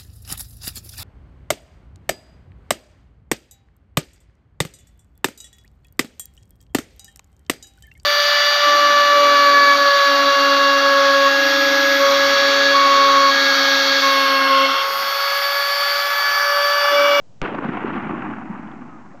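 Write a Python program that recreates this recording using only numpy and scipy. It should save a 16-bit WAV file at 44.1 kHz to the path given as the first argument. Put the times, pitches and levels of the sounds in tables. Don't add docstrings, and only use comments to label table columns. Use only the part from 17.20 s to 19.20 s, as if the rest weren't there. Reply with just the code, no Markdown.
import sys
import numpy as np
from scipy import signal
from scipy.fft import rfft, irfft
from scipy.io import wavfile
from scipy.ndimage import uniform_filter1d

SR = 44100
rng = np.random.default_rng(int(sys.argv[2]) if len(sys.argv) > 2 else 0)


def digitize_waveform(pressure):
    field = np.atleast_2d(pressure).T
    bounded = np.clip(field, -1, 1)
    quanta = np.round(bounded * 32767).astype(np.int16)
    wavfile.write(sys.argv[1], SR, quanta)


def ratio(d):
    e = np.asarray(d, float) / 20
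    return 10 ** e


N = 88200
T = np.arange(N) / SR
SHOT_S = .2172

# start_s, level_db
OVERLOAD_KICKS = [(.2185, -15), (.2204, -18), (.2239, -16), (.2248, -19), (.2256, -17), (.2280, -15),
                  (.2305, -19), (.2316, -21), (.2322, -22), (.2331, -21), (.2355, -19), (.2378, -22),
                  (.2393, -24)]
# time_s, level_db
ROAR_LEVEL = [(.23, -21), (0.263, -24.5), (0.309, -30.5), (.5, -27.5), (0.771, -27.5), (1.099, -28.5),
              (1.2, -32.5), (1.6, -38), (2.0, -45)]
# pitch_hz, level_db
ROAR_TONE = [(70, -20), (230, 0.5), (345, -4), (560, -18), (800, -10), (1370, -13), (2770, -25.5),
             (5000, -62.5)]
# centre_s, depth_db, length_s
LULLS = [(0.406, -2.5, 0.014), (0.593, -3.5, 0.0093), (1.194, -3, 0.0097), (1.235, -1.5, 0.0091),
         (0.243, 0, 0.0077), (0.86, -1, .008), (0.377, -3, 0.0061), (.414, -5.5, 0.0037),
         (.474, -3.5, 0.0049), (0.513, -5, 0.0092), (0.645, -3.5, 0.0057), (.72, -0.5, .01),
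         (0.788, -1.5, .006), (1.147, -2.5, .005), (1.596, -2.5, 0.006), (1.895, -3, 0.011)]
# centre_s, level_db, length_s, pitch_hz
THUMPS = [(0.261, -21, 0.0067, 224), (0.28, -18.5, 0.0045, 324), (0.321, -18.5, 0.0065, 267),
          (0.355, -22.5, 0.012, 267), (0.391, -13.5, 0.0067, 290), (0.455, -11.5, 0.0078, 195),
          (0.492, -10.5, 0.0058, 214), (0.523, -19, 0.0083, 253), (0.542, -23.5, 0.014, 290),
          (0.613, -26, 0.0083, 242), (0.648, -8.5, 0.005, 325), (0.688, -20, 0.017, 243),
          (0.736, -34.5, 0.0077, 262), (0.754, -16.5, 0.0078, 280), (0.78, -18, 0.014, 216),
          (0.898, -20, 0.013, 212), (0.909, -16, 0.0048, 262), (0.934, -22, 0.0046, 286),
          (1.092, -21.5, 0.011, 268), (1.113, -24, 0.0056, 252), (1.181, -23, 0.01, 231),
          (1.307, -19.5, 0.018, 189), (1.359, -26.5, 0.0084, 213), (1.396, -26, 0.0052, 226),
          (1.459, -29.5, 0.038, 208), (1.564, -27, 0.013, 212), (1.61, -24.5, 0.01, 244),
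          (1.622, -26.5, 0.01, 235), (1.755, -35.5, 0.016, 290), (1.771, -38, 0.0092, 262),
          (1.874, -35.5, 0.01, 262), (0.346, -25, 0.014, 580), (0.385, -26, 0.007, 480),
          (0.426, -22.5, 0.0061, 495), (0.445, -28, 0.007, 560), (0.486, -24.5, 0.008, 440),
          (0.686, -32, 0.0058, 538), (0.731, -41, 0.0057, 545), (0.910, -37, 0.011, 510),
          (0.856, -26, 0.018, 207), (0.88, -25, 0.01, 199), (0.939, -19, 0.0084, 300),
          (1.26, -28, 0.015, 289), (1.345, -23, 0.011, 220), (1.653, -33.5, 0.029, 220)]
# centre_s, level_db, length_s, pitch_hz
RATTLES = [(0.349, -26.5, 0.015, 930), (0.388, -21.5, 0.0063, 1233), (0.425, -25, 0.0024, 970),
           (0.442, -21, 0.0077, 940), (0.45, -19, 0.0034, 880), (0.46, -26, 0.0036, 990),
           (0.491, -22.5, 0.0062, 1550), (0.54, -25, 0.015, 1310), (0.573, -19.5, 0.009, 850),
           (0.608, -22.5, 0.006, 1170), (0.629, -23.5, 0.004, 1140), (0.638, -22, 0.003, 1110),
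           (0.26, -19, 0.0096, 1000), (0.694, -29.5, 0.004, 1100), (0.781, -29, 0.005, 1100),
           (1.129, -25, 0.0023, 1300), (0.673, -29, 0.033, 1200), (0.705, -23, 0.0038, 1270),
           (0.766, -28.5, 0.068, 1270), (0.807, -29.5, 0.0041, 1270), (0.829, -24, 0.0025, 1180),
           (0.849, -26.5, 0.0082, 1305), (0.896, -25.5, 0.0069, 1030), (0.909, -27.5, 0.011, 915),
           (0.926, -33, 0.0096, 1085), (0.951, -27, 0.0044, 990), (1.023, -24, 0.0063, 1240),
           (1.05, -26, 0.012, 1120), (1.112, -33.5, 0.011, 1140), (1.137, -24, 0.0038, 1070),
           (1.185, -28.5, 0.0052, 1020), (1.156, -31.5, 0.002, 1200), (1.214, -36, 0.026, 1100),
           (1.33, -40.5, 0.0092, 990), (1.351, -36, 0.056, 970), (1.512, -42, 0.0077, 880),
           (1.523, -37.5, 0.011, 980), (1.621, -36, 0.0065, 1010), (1.861, -48, 0.0074, 1240)]
# pitch_hz, level_db
RATTLE_TONE = [(550, -17), (750, 5.5), (1800, -6), (2800, -15), (4000, -42.5)]
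# pitch_hz, level_db
FIZZ_TONE = [(2000, 4.5), (3000, 1.5), (5000, -19.5), (7000, -32)]
# centre_s, level_db, length_s
CRACKLES = [(0.226, -19.5, .0012), (.2282, -19, .0007), (0.231, -20, .002), (0.244, -26, .0015),
            (0.251, -29, 0.0042), (.262, -33, 0.035), (.273, -28, .005), (0.349, -21, 0.0043),
            (0.39, -36, .004), (0.449, -24, 0.0034), (0.49, -24, .006), (0.532, -26, .004),
            (0.538, -33.5, 0.0041), (0.681, -25, .012), (0.734, -20.5, 0.0047), (0.76, -23, 0.013),
            (0.825, -22, .003), (0.886, -26, 0.0059), (1.022, -24, 0.0044), (1.05, -31, .008),
            (1.082, -28, 0.0031), (1.100, -34.5, .003), (1.129, -36, .004), (1.188, -39, 0.0027)]
# start_s, level_db, pitch_hz, ring_s
CLICKS = [
    (1.376, -56, 4000, .002),
    (1.474, -49, 2900, .004),
    (1.4745, -53, 3450, .004),
    (1.516, -43, 3350, .0012),
    (1.5162, -44, 2800, .0014),
    (1.858, -41, 1120, .012),
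    (1.835, -44, 960, .014),
    (1.945, -38, 560, .012),
    (1.947, -41, 720, .012),
]
# start_s, end_s, from_hz, to_hz
WHINE = (1.665, 1.785, 1320, 1215)
# pitch_hz, level_db
FIELD_TONE = [(44, -37), (75, -11.5), (112, -3.5), (125, -1.5), (340, -18.5), (621, -17.5), (808, -22),
              (3000, -41), (3900, -70), (6600, -120)]
# pitch_hz, level_db
HISS_TONE = [(1500, -7.5), (3000, 0), (4700, -0.5), (6900, -0.5), (8100, -6), (8650, -21.5), (9200, -63)]


def level(x, db):
    return x * ratio(db) / np.sqrt(np.mean(x ** 2))


def colour(x, points, flat_low=False):
    hz = np.fft.rfftfreq(N, 1 / SR) + 1e-3
    points = np.array(points, float)
    octaves, point_octaves = np.log2(hz), np.log2(points[:, 0])
    db = np.interp(octaves, point_octaves, points[:, 1])
    db = db - 12 * np.clip(octaves - point_octaves[-1], 0, 9)
    if not flat_low:
        db = db - 24 * np.clip(point_octaves[0] - octaves, 0, 9)
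    return irfft(rfft(x) * ratio(db) * (hz > 30), N)


def walk(rate_hz):
    hold = int(SR / rate_hz)
    steps = np.repeat(rng.standard_normal(N), hold)[:N]
    return 1.63 * uniform_filter1d(uniform_filter1d(steps, hold), hold)


def hump(start_s, rise_s, fall_s):
    since = np.clip(T - start_s, 0, None)
    return (1 - np.exp(-since / rise_s)) ** 2 * np.exp(-since / fall_s)


def bell(centre_s, length_s):
    return np.exp(-((T - centre_s) / length_s) ** 2)


def blast():
    since = T - SHOT_S
    swell = np.exp(np.where(since < 0, since / 0.00075, -since / 0.00022))
    bent_time = since * (1 + 150 * np.clip(since, -.003, 0))
    crack = ratio(-15.5) * swell * np.cos(2 * np.pi * 2610 * bent_time)
    body = ratio(-18) * bell(SHOT_S, 0.00058) * np.cos(2 * np.pi * 1300 * since + 2.0)
    snap = -ratio(-19) * bell(SHOT_S, 0.00008) * np.sin(2 * np.pi * 5600 * since)

    kicks = sum(-2 * ratio(db) * hump(start_s, .00011, .0006) for start_s, db in OVERLOAD_KICKS)
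    soft = np.exp(-(np.arange(-40, 41) / SR / 0.00007) ** 2)
    kicks = np.convolve(kicks, soft / soft.sum(), "same")

    sag = -ratio(-42) * hump(SHOT_S, .003, .015)
    rebound = ratio(-41) * hump(SHOT_S, .03, .08)
    return crack + body + snap + kicks + sag + rebound


def echo_crowd():
    returns_per_s, scatter_db = 3500, 2
    chance, sign, size = rng.random((3, N))
    returns = (chance < returns_per_s / SR) * np.sign(sign - .5)
    returns = returns * ratio(-scatter_db * np.log(size + 0.0035))
    clumps = ratio(1.2 * walk(110))
    return level(colour(returns * clumps, ROAR_TONE), 0)


def roar():
    spectrum = rfft(echo_crowd())
    octaves = np.log2(np.fft.rfftfreq(N, 1 / SR) + 1e-3)
    late = np.clip(T - SHOT_S, 0, None)
    out = 0
    for octave in np.arange(5, 13.6, .5):
        band = irfft(spectrum * np.clip(1 - 2 * abs(octaves - octave), 0, 1), N)
        khz = 2 ** octave / 1000
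        db = -1 * min(khz, 4.5) ** 1.89 * (late - .55)
        db += 1 * min(khz / 3, 1.5) * np.exp(-late / 0.15)
        db += 14.5 * np.exp(-late / 0.23 - (np.log2(khz * 1000 / 520) / .4) ** 2)
        db += -16 * np.exp(-late / 0.039) * np.clip((0.79 - khz) / .3, 0, 1)
        power = band ** 2
        smooth_power = uniform_filter1d(power, size=int(0.036 * SR)) + .1 * power.mean()
        band = band * (power.mean() / smooth_power) ** (.33 if khz < .45 else .27)
        out = out + band * ratio(db + .8 * walk(25))

    hollow = signal.lfilter(*signal.iirpeak(440, 2.65, SR), out)
    out = out - 0.71 * (1 - np.exp(-(late / 0.63) ** 2)) * hollow
    out = out * ratio(sum(db * bell(centre_s, length_s) for centre_s, db, length_s in LULLS))
    points = np.array(ROAR_LEVEL)
    loudness = ratio(np.interp(T, points[:, 0], points[:, 1]) + 1.0)
    return out * loudness * (1 - np.exp(-(late / .019) ** 2))


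def thumps():
    out, phases = np.zeros(N), 2 * np.pi * rng.random(len(THUMPS))
    for (centre_s, db, length_s, hz), phase in zip(THUMPS, phases):
        tone = np.cos(2 * np.pi * hz * (T - centre_s) + phase)
        out += ratio(db - 1.5) * bell(centre_s, .5 * length_s) * tone
    return out


def rattles(fizz):
    mids = level(colour(rng.standard_normal(N), RATTLE_TONE), 0)
    mids = mids / np.sqrt(uniform_filter1d(mids ** 2, size=200) + 0.16)
    out = np.zeros(N)
    for centre_s, db, length_s, hz in RATTLES:
        u = (T - centre_s) / (0.64 * length_s)
        burst = ratio(db - 6) * np.exp(-np.where(u < 0, 1.4 * u, u) ** 2)
        noise = burst * mids
        ring = signal.lfilter(*signal.iirpeak(hz, 1.53, SR), noise)
        out += burst * fizz * ratio(-8.5) + noise + 0.97 * ring
    return out


def crackles(fizz):
    return sum(ratio(db) * bell(centre_s, length_s) * fizz for centre_s, db, length_s in CRACKLES)


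def echoes():
    fizz = level(colour(rng.standard_normal(N), FIZZ_TONE), -19) * ratio(-9 * (T - SHOT_S))
    mixed = thumps() + rattles(fizz) + crackles(fizz)
    return signal.sosfilt(signal.butter(2, 147, "high", fs=SR, output="sos"), mixed)


def overloaded(back):
    limit = 0.31
    back = limit * np.tanh(back / limit)
    bend = signal.sosfilt(signal.butter(2, [12, 90], "band", fs=SR, output="sos"), back ** 2)
    return back - 0.52 * bend


def metal_clicks():
    return sum(ratio(db) * hump(start_s, .0002, ring_s) * np.sin(2 * np.pi * hz * (T - start_s))
               for start_s, db, hz, ring_s in CLICKS)


def whine():
    start_s, end_s, from_hz, to_hz = WHINE
    progress = np.clip((T - start_s) / (end_s - start_s), 0, 1)
    hz = (from_hz + (to_hz - from_hz) * progress) * (1 + .003 * walk(80))
    tone = np.sin(2 * np.pi * np.cumsum(hz) / SR)
    return ratio(-47 + 1.6 * walk(38.3)) * np.sin(np.pi * progress) ** 0.14 * tone


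def field():
    return level(colour(rng.standard_normal(N) * ratio(0.4 * walk(45)), FIELD_TONE), -53.5)


def circuit_hiss():
    return level(colour(rng.standard_normal(N), HISS_TONE, flat_low=True), -69)


def scene():
    back = overloaded(roar() + echoes())
    return (blast() + back + metal_clicks() + whine() + field())[None]


def band_limit(x):
    return signal.sosfilt(signal.butter(12, 8780, fs=SR, output="sos"), x)


def record(dry):
    top_cut = signal.cheby2(5, 30, 9450, fs=SR, output="sos")
    offset = -.0079
    return band_limit(signal.sosfiltfilt(top_cut, dry) + circuit_hiss() + offset)


dry = scene()
out = record(dry)
digitize_waveform(out)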